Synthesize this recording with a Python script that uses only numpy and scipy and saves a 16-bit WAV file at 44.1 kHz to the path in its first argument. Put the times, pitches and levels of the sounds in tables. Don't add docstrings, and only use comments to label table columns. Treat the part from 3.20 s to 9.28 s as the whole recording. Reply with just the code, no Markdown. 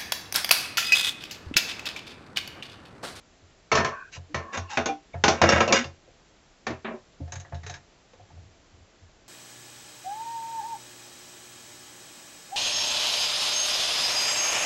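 import sys
import numpy as np
from scipy import signal
from scipy.fft import rfft, irfft
from scipy.io import wavfile

SR = 44100
rng = np.random.default_rng(int(sys.argv[2]) if len(sys.argv) > 2 else 0)


def to_wav(s):
    ch = np.atleast_2d(s).T
    pcm = np.round(np.clip(ch, -1, 1) * 32767)
    wavfile.write(sys.argv[1], SR, pcm.astype(np.int16))


N = 268128
TIME = np.arange(SR // 2) / SR


def amp(db):
    return 10 ** (np.asarray(db) / 20)


def unit(x):
    return x / np.sqrt(np.mean(x ** 2) + 1e-20)


def add(mix, start_s, sound):
    part = mix[round(start_s * SR):][:len(sound)]
    part += sound[:len(part)]


def decay(t60_s):
    return np.exp(-np.log(1000) * TIME / t60_s)


def colour(x, points):
    hz, db = np.transpose(points)
    f = np.fft.rfftfreq(len(x), 1 / SR)
    gain_db = np.interp(np.log(f + 1), np.log(hz), db)
    return irfft(rfft(x) * amp(gain_db), len(x))


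def bands(x, low_hz=900, high_hz=2800):
    f = np.fft.rfftfreq(len(x), 1 / SR)
    low = 1 / (1 + (f / low_hz) ** 12)
    below_high = 1 / (1 + (f / high_hz) ** 12)
    return irfft(rfft(x) * np.array([low, below_high - low, 1 - below_high]), len(x))


def resonate(x, hz, width_hz):
    b, a = signal.iirpeak(hz, hz / width_hz, fs=SR)
    return signal.lfilter(b, a, x)


def stroke(start_s, peak_s, end_s, curve=1.2):
    t = np.arange(start_s, max(end_s, start_s + 0.02), 1 / SR)
    return np.interp(t, [start_s, peak_s, end_s], [0, 1, 0]) ** curve


BAND_CENTRES_HZ = [625, 1660, 5000]


def voiced(x, levels_db, seconds):
    f = np.fft.rfftfreq(len(x), 1 / SR)
    edges_hz = [(170, 900), (900, 2800), (2800, 7800)]
    masks = np.array([(f > lo) & (f <= hi) for lo, hi in edges_hz])
    for _ in range(2):
        opening = irfft(rfft(x) * masks, len(x))[:, :round(seconds * SR)]
        error_db = levels_db - 20 * np.log10(opening.std(axis=1) + 1e-12)
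        x = colour(x, np.transpose([BAND_CENTRES_HZ, error_db]))
    return x


# pitch_hz [Hz], level_db [dB]
CONTACT_SPECTRUM = [(60, -28), (150, 1), (280, -3.5), (600, 2), (1500, 0.5), (2500, -3), (3200, -8),
                    (5000, -12.5), (6500, -13), (7800, -25.5)]


def knocks(rows, modes, t60, dense_db, crack_db, clack_db, level_db, rise_s, bass_ring, treble_ring, chatter,
           crack_s=0.0076, clack_t60=0.076, bass_rise_s=0.0025, grip=0.006, fade_s=0.17,
           clack_db_per_octave=-0.9):
    out = np.zeros(N)
    hz, db = np.transpose(modes)
    for start_s, *levels_db, clack_hz in rows:
        share, detune, phase = rng.standard_normal((len(hz), 3)).T
        clock = TIME + chatter * np.cumsum(rng.standard_normal(len(TIME))) / SR
        turns = np.outer(hz * (1 + grip * detune), clock) + phase[:, None]
        ring = unit(amp(db + 2 * share) @ np.sin(2 * np.pi * turns))
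        wash, crack = (unit(colour(n, CONTACT_SPECTRUM)) for n in rng.standard_normal((2, len(TIME))))
        band_decays = [decay(t60 * k) for k in (bass_ring, 1, treble_ring)]
        body = bands(ring + amp(dense_db) * wash) * band_decays
        body *= np.exp(-(TIME / fade_s) ** 3)
        parts = body + amp(crack_db) * bands(crack) * np.exp(-TIME / crack_s)
        parts[0] *= 1 - np.exp(-TIME / bass_rise_s)
        octaves = np.log2(clack_hz / BAND_CENTRES_HZ[1])
        clack_gain = amp(clack_db + clack_db_per_octave * octaves)
        clack = clack_gain * decay(clack_t60) * np.sin(2 * np.pi * clack_hz * clock)
        hit = (parts.sum(axis=0) + clack) * (1 - np.exp(-TIME / rise_s))
        add(out, start_s, voiced(hit, levels_db, 0.02)[:SR * 2 // 5])
    return amp(level_db) * out


# start_s [s], low_level_db [dB], middle_level_db [dB], high_level_db [dB], clack_pitch_hz [Hz],
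# bench_weight_db [dB, before the bench gain], what rings [name]
KNOCKS = [(0.516, -23, -16, -26, 2255, -49.5, "pinned cover"),
          (0.523, -20, -23, -28.5, 656, -34, "pinned cover"),
          (0.552, -21.5, -19, -22.5, 1097, -45, "pinned cover"),
          (0.572, -23, -17, -29, 1285, -34.5, "pinned cover"),
          (0.583, -23.5, -39.5, -38, 233, -50, "pinned cover"),
          (0.603, -28.5, -26, -46.5, 1050, -50.5, "pinned cover"),
          (0.646, -28, -21, -30, 1653, -41, "pinned cover"), (0.965, -46, -48, -62, 999, -38.5, "meter"),
          (1.144, -28, -24.5, -33.5, 1930, -34.5, "pinned cover"),
          (1.374, -32.5, -34, -34, 6460, -32, "held cover"),
          (1.572, -21, -20, -29.5, 2440, -38, "held cover"),
          (1.658, -26, -27.5, -27.5, 6400, -55, "held cover"),
          (1.942, -32.5, -43, -58, 688, -32.5, "meter"),
          (2.038, -16.5, -15.5, -18, 1437, -30, "held cover"),
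          (2.08, -15, -18.5, -18.5, 775, -29, "held cover"),
          (2.216, -12.5, -14, -19.5, 727, -23, "laid cover"),
          (2.237, -12, -15.5, -26.5, 641, -45.5, "laid cover"),
          (2.29, -16.5, -17.5, -16.5, 5520, -44, "laid cover"),
          (2.322, -17, -17, -25, 574, -25, "laid cover"), (2.36, -19, -19.5, -32, 2750, -45, "laid cover"),
          (2.405, -15.5, -14, -23, 1296, -35, "laid cover"), (2.477, -23, -32, -31, 606, -49, "laid cover"),
          (2.524, -16, -15, -14.5, 2317, -41.5, "laid cover"),
          (2.642, -37, -35.5, -37.5, 2800, -40, "laid cover"),
          (2.877, -49, -69, -74, 520, -63, "laid cover"), (3.467, -29, -28.5, -36.5, 1830, -47, "set down"),
          (3.505, -29.5, -38.5, -48, 319, -43, "set down"), (4.004, -34.5, -72, -70, 284, -32.5, "meter"),
          (4.077, -47, -55.5, -62, 713, -55, "meter"), (4.121, -41.5, -39, -35.5, 6480, -40.5, "meter"),
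          (4.155, -52, -41, -41.5, 6630, -38, "meter"), (4.199, -50, -50, -43.5, 6540, -55, "meter"),
          (4.249, -51.5, -47, -74, 1890, -60, "meter"), (4.323, -36, -44, -64, 690, -31.5, "meter"),
          (4.345, -49, -48, -48, 700, -63, "meter"), (4.433, -50, -45, -51, 1900, -41, "meter"),
          (4.464, -42.5, -39.5, -40, 430, -40, "meter"), (4.496, -36.5, -40.5, -38, 722, -44, "meter"),
          (4.539, -51, -39, -42, 1640, -49, "meter"), (4.933, -49.5, -58, -61.5, 507, -67, "meter"),
          (4.997, -46, -66, -68, 740, -59, "meter"), (5.103, -51, -61, -72, 870, -54, "meter"),
          (5.173, -53.5, -66, -75, 710, -58, "meter")]


def knocks_on(name):
    return [row for *row, weight_db, what in KNOCKS if what == name]


# pitch_hz [Hz], level_db [dB]
METER_ON_COVER_MODES = [(233, -3.5), (378, -6.5), (439, -2.5), (596, -4), (665, -1), (972, 1.5),
                        (1044, 7.5), (1238, -15), (1314, 0), (1653, -9), (1799, 4), (2262, -4), (2326, -17),
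                        (4250, -13), (4365, -6.5), (5473, -6), (6048, -8.5), (6745, -24)]


def pinned_cover():
    return knocks(knocks_on("pinned cover"), METER_ON_COVER_MODES, t60=0.32, dense_db=-1.5, crack_db=2.5,
                  clack_db=5, level_db=-4.5, rise_s=0.00085, bass_ring=1.06, treble_ring=0.66, chatter=0.15)


# pitch_hz [Hz], level_db [dB]
COVER_HELD_MODES = [(238, -4.5), (335, -7.5), (428, -4), (655, -1), (732, -8), (803, 0.5), (1065, -6.5),
                    (1230, -10.5), (1412, -8.5), (1490, -0.5), (2278, -7), (2538, -8), (2767, -7),
                    (3486, -8), (3640, -9.5), (4315, -15.5), (5503, -14.5), (5673, -9), (6193, -10.5)]


def held_cover():
    return knocks(knocks_on("held cover"), COVER_HELD_MODES, t60=0.24, dense_db=-1, crack_db=6, clack_db=3,
                  level_db=-3.5, rise_s=0.00062, bass_ring=1.05, treble_ring=0.87, chatter=0.14)


# pitch_hz [Hz], level_db [dB]
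COVER_LAID_MODES = [(223, -4), (342, -5.5), (467, -6.5), (552, 0), (698, -3.5), (782, -8.5), (991, -6.5),
                    (1065, -4), (1323, -2.5), (1526, -5.5), (1631, -3.5), (1817, -5), (1974, -8.5),
                    (2221, -4), (2348, -17.5), (2448, -8.5), (2794, -1.5), (3616, -8.5), (4829, -13),
                    (5121, -11), (5654, -10.5), (5774, -14), (6219, -18), (6550, -10.5)]


def laid_cover():
    return knocks(knocks_on("laid cover"), COVER_LAID_MODES, t60=0.22, dense_db=-2.5, crack_db=5,
                  clack_db=3.5, level_db=-5, rise_s=0.0006, bass_ring=1.17, treble_ring=0.86,
                  chatter=0.13, grip=0.0138)


# start_s [s], peak_s [s], end_s [s], low_level_db [dB], middle_level_db [dB], high_level_db [dB]
SLIDES = [(0.916, 0.938, 0.995, -58, -44, -40.5), (1.16, 1.2, 1.37, -42.5, -47, -65),
          (1.322, 1.348, 1.41, -32.5, -29.5, -37.5), (1.491, 1.51, 1.64, -51.5, -38, -40),
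          (2.09, 2.11, 2.27, -32, -31.5, -43.5), (2.22, 2.32, 2.49, -22.5, -20.5, -32),
          (2.461, 2.527, 2.57, -17.5, -26, -42), (2.523, 2.554, 2.645, -35, -21, -25.5)]


def slides(catches_per_s=800, rub=0.12, width_hz=30, body_db=5, level_db=-3, grip=0.02):
    out = np.zeros(N)
    for start_s, peak_s, end_s, *levels_db in SLIDES:
        press = stroke(start_s, peak_s, end_s, curve=0.97)
        size, chance, rubbing = rng.standard_normal(SR), rng.random(SR), rng.standard_normal(SR)
        drive = size * (chance < catches_per_s / SR) + rub * rubbing
        body = np.zeros(SR)
        for hz, db in COVER_LAID_MODES:
            body += amp(db) * resonate(drive, hz * (1 + grip * rng.standard_normal()), width_hz)
        scrape = unit(colour(drive, CONTACT_SPECTRUM)) + amp(body_db) * unit(body)
        scrape = voiced(scrape, levels_db, 0.93)
        add(out, start_s, press * scrape[-len(press):])
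    return amp(level_db) * out


# start_s [s], end_s [s], first_pitch_hz [Hz], last_pitch_hz [Hz], level_db [dB]
SQUEAKS = [(0.662, 0.85, 1110, 1107, -39.5), (0.704, 0.909, 1570, 1548, -42.5),
           (0.925, 0.98, 2650, 2540, -46), (0.93, 0.981, 1885, 1700, -50), (1.092, 1.15, 277, 337, -46.5),
           (1.17, 1.598, 1094, 1071, -45), (1.472, 1.58, 2770, 2695, -47.5),
           (1.495, 1.569, 913, 796, -35.5), (1.931, 1.954, 2276, 2110, -46), (2.477, 2.52, 2900, 2410, -30),
           (2.535, 2.656, 240, 250, -32)]


def squeaks(width_share=0.097, peak_share=0.34, overtone_ratio=1.6, overtone_db=-14):
    out = np.zeros(N)
    for start_s, end_s, first_hz, last_hz, level_db in SQUEAKS:
        peak_s = start_s + peak_share * (end_s - start_s)
        press = stroke(start_s, peak_s, end_s, curve=0.74)
        turns = np.cumsum(np.geomspace(first_hz, last_hz, len(press))) / SR
        b, a = signal.butter(2, width_share * first_hz / 2, fs=SR)
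        for ratio, part_db in (1, 0), (overtone_ratio, overtone_db):
            waver = signal.lfilter(b, a, np.array([1, 1j]) @ rng.standard_normal((2, SR)))
            tone = (waver[-len(press):] * np.exp(2j * np.pi * ratio * turns)).real
            add(out, start_s, amp(level_db + part_db) * press * unit(tone))
    return out


def soft_blows(rows, modes, rise_s, spread, fade_s):
    out = np.zeros(N)
    swell = (1 - np.exp(-TIME / rise_s)) * np.exp(-(TIME / fade_s) ** 2)
    for start_s, level_db, hard_db in rows:
        for k, (hz, db, t60) in enumerate(modes):
            pitch_hz = hz * (1 + spread * rng.standard_normal())
            ring = decay(t60) * np.sin(2 * np.pi * pitch_hz * TIME)
            add(out, start_s, amp(level_db + db + hard_db * (k > 0)) * ring * swell)
    return out


# pitch_hz [Hz], level_db [dB], t60_s [s]
FREE_MODES = [(785, -20, 0.28), (716, -27.5, 0.19), (474, -26, 0.13), (298, -30.5, 0.48), (1300, -40, .14),
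              (2400, -24.5, 0.098), (3320, -47, 0.28)]


def cover_slips_free(start_s=1.686):
    return soft_blows([(start_s, 0, 0)], FREE_MODES, rise_s=0.0085, spread=0.001, fade_s=0.1)


# pitch_hz [Hz], level_db [dB]
SET_DOWN_MODES = [(230, 2), (301, -13), (381, -1), (538, -12.5), (637, -2.5), (766, -8), (993, -9),
                  (1112, -6.5), (1279, -12), (1634, -10), (1811, -10), (1908, -22), (2355, -12),
                  (2681, -12)]


def set_down():
    return knocks(knocks_on("set down"), SET_DOWN_MODES, t60=0.25, dense_db=1, crack_db=6, clack_db=5,
                  level_db=-2.5, rise_s=0.00076, bass_ring=0.92, treble_ring=0.75, chatter=0.18)


BOUNCE_FIRST_DB = [-32.5, -34.5, -42.5]
BOUNCE_LOSS_DB = [1, 7, 10]


def cushioned_bounces(first_s=3.645, gap_s=0.031, clack_hz=393, count=4):
    rows = []
    for k in range(count):
        levels_db = np.subtract(BOUNCE_FIRST_DB, k * np.array(BOUNCE_LOSS_DB))
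        rows.append((first_s + k * gap_s, *levels_db, clack_hz))
    dull = knocks(rows, SET_DOWN_MODES, t60=0.26, dense_db=-3.5, crack_db=-4, clack_db=-0.5, level_db=-2,
                  rise_s=0.0036, bass_ring=0.7, treble_ring=0.55, chatter=0.18, grip=0.019)
    return signal.sosfilt(signal.butter(10, 4000, fs=SR, output="sos"), dull)


# pitch_hz [Hz], level_db [dB]
METER_MODES = [(540, -11), (707, -6), (880, -8), (1684, -6), (1832, -10), (3881, -10.5), (5394, -16),
               (6360, -8.5)]


def meter_nudges():
    return knocks(knocks_on("meter"), METER_MODES, t60=0.19, dense_db=-1, crack_db=2, clack_db=6, level_db=-5,
                  rise_s=0.00078, bass_ring=1.27, treble_ring=0.79, chatter=0.26, clack_t60=0.1)


# pitch_hz [Hz], level_db [dB], t60_s [s]
BENCH_MODES = [(86.3, 0, 0.36), (133, -3, 0.19), (182, -16, 0.19), (225, -15, 0.089)]
HARDNESS_DB = {"pinned cover": 6.5, "held cover": -6, "laid cover": 4.5, "set down": 9.5, "meter": 1}
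# start_s [s], peak_s [s], end_s [s], level_db [dB]
HAND_DRAGS = [(0.22, 0.24, 0.31, -54.5), (4.97, 5.17, 5.34, -48.5), (5.52, 5.59, 5.66, -50),
              (5.79, 5.83, 5.89, -51.5)]


def bench(lead_s=0.0062, level_db=13.5, drag_width_hz=24, drag_soft_db=-11):
    pushes = [(s - lead_s, weight_db, HARDNESS_DB[what]) for s, *_, weight_db, what in KNOCKS]
    boom = amp(level_db) * soft_blows(pushes, BENCH_MODES, rise_s=0.048, spread=0.024, fade_s=0.11)
    for start_s, peak_s, end_s, drag_db in HAND_DRAGS:
        press = stroke(start_s, peak_s, end_s, curve=0.73)
        rub = rng.standard_normal(SR)
        rumble = np.zeros(SR)
        for k, (hz, db, _) in enumerate(BENCH_MODES):
            mode = resonate(resonate(rub, hz, drag_width_hz), hz, drag_width_hz)
            rumble += amp(db + drag_soft_db * (k > 0)) * mode
        add(boom, start_s, amp(drag_db) * press * unit(rumble[-len(press):]))
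    return signal.sosfilt(signal.butter(4, 66, "high", fs=SR, output="sos"), boom)


# pitch_hz [Hz], level_db [dB]
HISS_SPECTRUM = [(15, -37), (25, 0), (95, -7.5), (127, -9), (174, -8), (215, -11), (339, -10), (574, -13.5),
                 (632, -11.5), (926, -17.5), (1490, -18.5), (7600, -24.5), (9880, -55.5), (16700, -120)]


def steady_hiss(level_db=-58.5):
    return amp(level_db) * unit(colour(rng.standard_normal(N), HISS_SPECTRUM))


def scene():
    mix = pinned_cover() + held_cover() + laid_cover()
    mix += set_down() + cushioned_bounces() + meter_nudges()
    mix += cover_slips_free()
    hiss = steady_hiss()
    return (mix + bench() + slides() + squeaks() + hiss)[None]


def record(dry, ceiling=1.0, cut_hz=7750):
    rounded = ceiling * np.tanh(dry / ceiling)
    edge = signal.firwin(221, cut_hz, window=("kaiser", 7), fs=SR)
    return signal.oaconvolve(rounded, edge[None], "same")


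dry = scene()
out = record(dry)
to_wav(out)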